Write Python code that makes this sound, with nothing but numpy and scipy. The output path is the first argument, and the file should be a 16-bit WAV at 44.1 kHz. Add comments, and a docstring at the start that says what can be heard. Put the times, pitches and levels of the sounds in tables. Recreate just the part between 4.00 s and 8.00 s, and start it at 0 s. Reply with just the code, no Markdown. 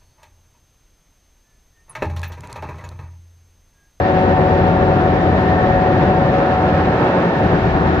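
"""A large engine runs steadily some way off, beside a river full of drifting ice.
Its shaft harmonics and a few whines waver over a throbbing exhaust roar, and its casing rings.
On the river, slush hisses, tiny crystals crackle and pieces of ice tick together now and then.
The listener turns to the right in the second half, which shifts the colour of the sound."""
import sys
import numpy as np
from scipy import signal
from scipy.fft import rfft, irfft
from scipy.io import wavfile
from scipy.ndimage import map_coordinates

SR = 44100
rng = np.random.default_rng(int(sys.argv[2]) if len(sys.argv) > 2 else 0)


def transcribe(signal):
    """Save signal, clipped to [-1, 1], as a 16-bit WAV file at the path in sys.argv[1]."""
    frames = np.atleast_2d(signal).T
    limited = np.clip(frames, -1, 1)
    pcm = np.round(limited * 32767).astype(np.int16)
    wavfile.write(sys.argv[1], SR, pcm)


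N = 176400

# Engine speed. Each row: time in seconds, firings per second.
FIRING_RATE = [(0, 93.02), (.6, 92.8), (1.4, 92.43), (2.1, 92.62), (2.7, 92.5), (3.1, 92.12), (3.6, 92.99),
               (4, 92.85)]
# Shaft tones. Each row: multiple of the firing rate, relative level in dB.
HARMONICS = [(2, -32), (5, -35.5), (7, -40), (9, -42), (11, -44), (12, -38.5), (13, -45.5), (14, -38),
             (15, -39), (16, -41.5), (18, -44.5), (24, -50.5)]
# Other spinning parts, plus a side tone at 758 Hz just above the eighth harmonic. Each row: pitch in Hz,
# relative level in dB.
WHINES = [(79, -29.5), (227.5, -32), (301.5, -30), (487, -33), (569, -29.5), (658, -30), (758, -30),
          (896, -35), (1793, -41), (2686, -46)]
# Rise and fall of both sets of tones. Each row: time in seconds, gain in dB.
TONE_GAIN = [(0, 1), (1.7, -0.5), (2.6, 0), (3.15, 0), (3.6, 0), (4, 2)]
# The leading tones. 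Each row: time in seconds, then relative dB of harmonics 1, 4, 6 and 8.
DRONE_LEVELS = [(0, -26, -26, -23.5, -23), (.4, -25, -24, -26.5, -20.5), (.9, -24.5, -24.5, -23, -22),
                (1.15, -23, -30, -34, -22.5), (1.48, -25, -34.5, -34, -22.5),
                (1.72, -28.5, -30.5, -24, -20.5), (2.12, -26, -27, -31.5, -22),
                (2.28, -28, -25.5, -23, -22), (2.48, -40, -31, -22.5, -21), (2.72, -30, -32, -36.5, -21),
                (2.87, -35, -26, -39, -29), (3.08, -37, -30, -31.5, -34.5), (3.28, -36, -32.5, -27, -37.5),
                (3.42, -40, -28, -27, -25), (3.7, -30, -26, -42, -28), (4, -40, -26, -38, -28)]
# Brief tones. Each row: peak time and half-width in seconds, pitch in Hz, relative level in dB.
SWELLS = [(.45, 0.055, 172, -23), (.76, 0.088, 172, -22), (1.52, 0.28, 1810, -33), (1.6, 0.15, 1112, -31),
          (1.78, .16, 1900, -38), (2.0, 0.069, 115.5, -22), (2.32, .08, 121.9, -21),
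          (2.43, 0.056, 172.2, -27), (3.28, .09, 172, -24)]
# The casing's ring. Each row: time in seconds, relative level in dB.
RING_LEVEL = [(0, -35.5), (1.0, -41), (1.45, -36.5), (1.75, -36.5), (2.2, -38.5), (3.1, -47), (4, -39.5)]
# Colours of the noises. Each row: frequency in Hz, relative level in dB.
ROAR_COLOUR = [(20, -32), (33, -18.5), (46, -8.5), (65, -7), (85, -6.5), (125, -2.5), (178, -0.7),
               (212, -7), (400, -4.5), (440, -8), (570, -4.5), (620, -8), (790, -10.5), (910, -8.5),
               (980, -13.5), (1200, -17.5), (1600, -19.5), (1850, -18), (2050, -38), (3000, -46.5),
               (6000, -79)]
SLUSH_COLOUR = [(500, -31.5), (2100, -26), (2700, -30), (3100, -34.5), (3800, -36.5), (5000, -46.5),
                (7000, -58), (9500, -77.5), (11500, -68), (15500, -70)]
CRACKLE_COLOUR = [(1000, -5.5), (2500, -1), (5000, -0.5), (8000, -19.5), (10000, -30.5), (15000, -18.5)]
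# Ice pieces touching. Each row: start in seconds, relative level in dB.
TICKS = [(2.385, -31), (2.840, -38), (3.048, -32)]
# Five bands, low to high, as the listener turns. Each row: time in seconds, gain in dB.
BASS_GAIN = [(0, 0), (1.3, 0.5), (2.3, 2.3), (2.47, -4), (2.62, 1), (2.9, 2.5), (3.05, -7), (3.25, -12.5),
             (3.45, 1.5), (3.7, 4), (4, 2.5)]
LOW_MIDDLE_GAIN = [(0, -1), (1.2, 0), (2.2, -.5), (2.45, -0.5), (2.7, 0), (2.95, -2), (3.13, 2.2),
                   (3.3, -0.5), (4, 1)]
MIDDLE_GAIN = [(0, -1.5), (2.2, -1.5), (2.5, -2.5), (2.75, -0.5), (3.1, 0), (3.45, -2), (3.7, -7),
               (4, -7.5)]
HIGH_MIDDLE_GAIN = [(0, -0.5), (2.4, -0.5), (2.75, -1.4), (3.1, 0), (3.4, -2.5), (4, -0.5)]
TREBLE_GAIN = [(0, -0.64), (1.0, -0.75), (2.3, -0.066), (2.7, 0.69), (3.1, 1.7), (3.5, 0.43), (4, .3)]
# How alike the two ears sound. Each row: frequency in Hz, likeness from 0 to 1.
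EAR_LIKENESS = [(60, 0.95), (180, 1), (300, 0.98), (520, 0.89), (890, 0.67), (1500, 0.05), (2600, 0.08),
                (8000, 0.2)]
# Lean to the left by pitch. Each row: frequency in Hz, left minus right in dB.
BALANCE = [(60, 1.5), (320, 2.5), (490, 1.1), (740, 2), (1130, -0.6), (1750, -1.5), (2200, 0.5), (4000, 4),
           (8000, 8.5), (12000, -1.5)]
# Added lean over time. Each row: time in seconds, left minus right in dB.
PAN = [(0, 1), (2.3, 0.5), (2.7, -0.5), (3.15, -1.5), (3.55, 0.1), (4, 1)]
# Delay between the ears. Each row: time in seconds, the left ear's lead in milliseconds.
LEFT_LEAD = [(0, 0.2), (1.7, 0.16), (2.4, 0.14), (3.1, 0.11), (4, 0.23)]

TONE_DB, WAVER_DB, SCATTER_HZ, SPEED_JITTER = -0.5, 1.85, 8.1, 0.00067
ROAR_DB, ROAR_FLICKER_DB, THROB_DEPTH = -15.5, 0.7, 0.12
RING_HZ, RING_WIDTH_HZ, RASP_DEPTH = 1813, 190, 0.61
SLUSH_DB, SLUSH_FLICKER_DB, TICK_DECAY_S = -32, 0.73, .0005
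CRACKLES_PER_S, CRACKLE_SPREAD_DB, CRACKLE_DB = 470, 2.5, -55.5


def engine_tones(phase, firing_hz):
    """Shaft harmonics and whines follow the engine's speed, each wavering in loudness."""
    partials = list(HARMONICS) + [(hz / firing_hz, db) for hz, db in WHINES]
    tones = sum(gain(db + WAVER_DB * wander(0.5)) * tone(multiple * phase, multiple * firing_hz)
                for multiple, db in partials)
    return ear_delay(tones) * gain(TONE_DB + over_time(TONE_GAIN))


def exhaust(phase):
    """The exhaust roars, throbbing at twice the firing rate."""
    throb = 1 + THROB_DEPTH * np.cos(2 * phase)
    return outdoor_noise(ROAR_COLOUR) * throb * gain(ROAR_DB + ROAR_FLICKER_DB * wander(15))


def drone(phase, firing_hz):
    """Four leading harmonics sing out clearly, then fade as the listener turns away."""
    sound = 0
    for column, multiple in enumerate((1, 4, 6, 8), start=1):
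        level = gain(over_time(np.array(DRONE_LEVELS)[:, [0, column]]))
        sound += level * tone(multiple * phase, multiple * firing_hz, scatter=.22)
    return ear_delay(sound)


def swells(phase, firing_hz):
    """Low booms and narrow rings rise and sink, their pitch following the engine's speed."""
    t = np.arange(N) / SR
    sound = 0
    for peak_s, half_width_s, hz, db in SWELLS:
        level = gain(db) * np.exp(-((t - peak_s) / half_width_s) ** 2)
        sound += level * tone(phase * hz / firing_hz, hz)
    return ear_delay(sound)


def casing(phase):
    """The engine casing rings around one pitch and rasps as each firing shakes it."""
    resonance = 1 / (1 + (2 * (frequencies() - RING_HZ) / RING_WIDTH_HZ) ** 2)
    ring = unit_rms(filtered(rng.standard_normal((2, N)), resonance))
    return ring * (1 + RASP_DEPTH * np.cos(phase)) * gain(over_time(RING_LEVEL))


def slush():
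    """Drifting slush hisses with a slight flicker."""
    return outdoor_noise(SLUSH_COLOUR) * gain(SLUSH_DB + SLUSH_FLICKER_DB * wander(16))


def crackle():
    """Tiny ice crystals click at random times and strengths."""
    clicks = (rng.random((2, N)) < CRACKLES_PER_S / SR) * rng.choice([-1, 1], (2, N))
    strength = gain(CRACKLE_SPREAD_DB * np.minimum(rng.exponential(size=(2, N)), 5))
    return gain(CRACKLE_DB) * unit_rms(filtered(clicks * strength, gain(over_pitch(CRACKLE_COLOUR))))


def ice_ticks():
    """Pieces of ice knock together, each giving a very short burst of noise."""
    bursts = np.zeros((2, N))
    for start, db in TICKS:
        age = np.arange(N) / SR - start
        decay = (age >= 0) * np.exp(-np.abs(age) / TICK_DECAY_S)
        bursts += gain(db) * decay * rng.standard_normal((2, N))
    return filtered(bursts, unit_rms(gain(over_pitch(CRACKLE_COLOUR))))


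def turning(x):
    """Bass, middle and treble rise and fall as the listener turns."""
    f = frequencies()
    around = lambda hz, octaves: np.exp(-.5 * (np.log2(f / hz) / octaves) ** 2)
    below = lambda hz: 1 / (1 + (f / hz) ** 6)
    bands = [(BASS_GAIN, below(hz=120)),
             (LOW_MIDDLE_GAIN, around(hz=340, octaves=0.32)),
             (MIDDLE_GAIN, around(hz=553, octaves=0.23)),
             (HIGH_MIDDLE_GAIN, around(hz=885, octaves=0.42)),
             (TREBLE_GAIN, 1 - below(hz=770))]
    return x + sum((gain(over_time(rows)) - 1) * filtered(x, band) for rows, band in bands)


def ear_delay(x):
    """Sound that arrives from the left reaches the left ear first."""
    shift = over_time(LEFT_LEAD) * SR / 2000  # half the delay for each ear, in samples
    return np.array([map_coordinates(ear, [np.arange(N) + side * shift], order=5, mode="mirror")
                     for ear, side in zip(np.broadcast_to(x, (2, N)), (1, -1))])


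def tone(phase, hz, scatter=0.36):
    """One tone with a restless scattered part, less alike in the two ears at high pitch."""
    alike = np.interp(hz, *np.array(EAR_LIKENESS).T)
    drift = lambda: (wander(SCATTER_HZ) + 1j * wander(SCATTER_HZ)) / np.sqrt(2)
    scattered = np.sqrt(alike) * drift() + np.sqrt(1 - alike) * np.array([drift(), drift()])
    steady = np.exp(1j * (phase + rng.uniform(0, 2 * np.pi)))
    return np.sqrt(2) * np.real(unit_rms(1 + scatter * scattered) * steady)


def outdoor_noise(colour_rows):
    """Noise in the open air: one part shared by both ears and a separate part for each."""
    alike = np.clip(over_pitch(EAR_LIKENESS), 0, .999)
    colour = gain(over_pitch(colour_rows))
    shared = filtered(rng.standard_normal(N), colour * np.sqrt(alike))
    separate = filtered(rng.standard_normal((2, N)), colour * np.sqrt(1 - alike))
    return unit_rms(ear_delay(shared) + separate)


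def wander(rate_hz):
    """Smooth random wandering with a typical size of 1."""
    return unit_rms(filtered(rng.standard_normal(N), np.exp(-.5 * (frequencies() / rate_hz) ** 2)))


def gain(db):
    """Turn decibels into a multiplier."""
    return 10 ** (np.asarray(db) / 20)


def unit_rms(x):
    """Scale to an average power of 1."""
    return x / np.sqrt(np.mean(np.abs(x) ** 2))


def over_time(rows):
    """Join (seconds, value) points by straight lines."""
    return np.interp(np.arange(N) / SR, *np.array(rows, float).T)


def over_pitch(rows):
    """Join (Hz, value) points, giving every octave equal room."""
    hz, value = np.array(rows, float).T
    return np.interp(np.log(frequencies()), np.log(hz), value)


def frequencies():
    """The frequencies of the spectrum, at least 1 Hz."""
    return np.maximum(np.arange(N // 2 + 1) * SR / N, 1)


def filtered(x, gains):
    """Turn each frequency up or down by its own gain."""
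    return irfft(rfft(x) * gains, N)


def scene():
    """Engine and river ice, heard from the bank and leaning mostly to the left."""
    speed = over_time(FIRING_RATE) * (1 + SPEED_JITTER * wander(3.2))
    phase = 2 * np.pi * np.cumsum(speed) / SR  # one cycle per firing
    firing_hz = speed.mean()
    engine = engine_tones(phase, firing_hz) + exhaust(phase)
    ice = slush() + crackle() + ice_ticks()
    sound = turning(engine + ice) + drone(phase, firing_hz) + swells(phase, firing_hz) + casing(phase)
    sides = np.array([[.5], [-.5]])  # each ear takes half of the lean
    return filtered(sound, gain(sides * over_pitch(BALANCE))) * gain(sides * over_time(PAN))


def record(dry, low_cut_hz=28, ceiling=.92, high_cut_hz=15700):
    """The recorder cuts the deepest rumble, rounds the highest peaks and cuts the top treble."""
    trimmed = filtered(dry, 1 / np.sqrt(1 + (low_cut_hz / frequencies()) ** 8))
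    rounded = trimmed / (1 + (trimmed / ceiling) ** 8) ** (1 / 8)
    return signal.sosfilt(signal.ellip(8, .2, 70, high_cut_hz, fs=SR, output="sos"), rounded)


dry = scene()
out = record(dry)
transcribe(out)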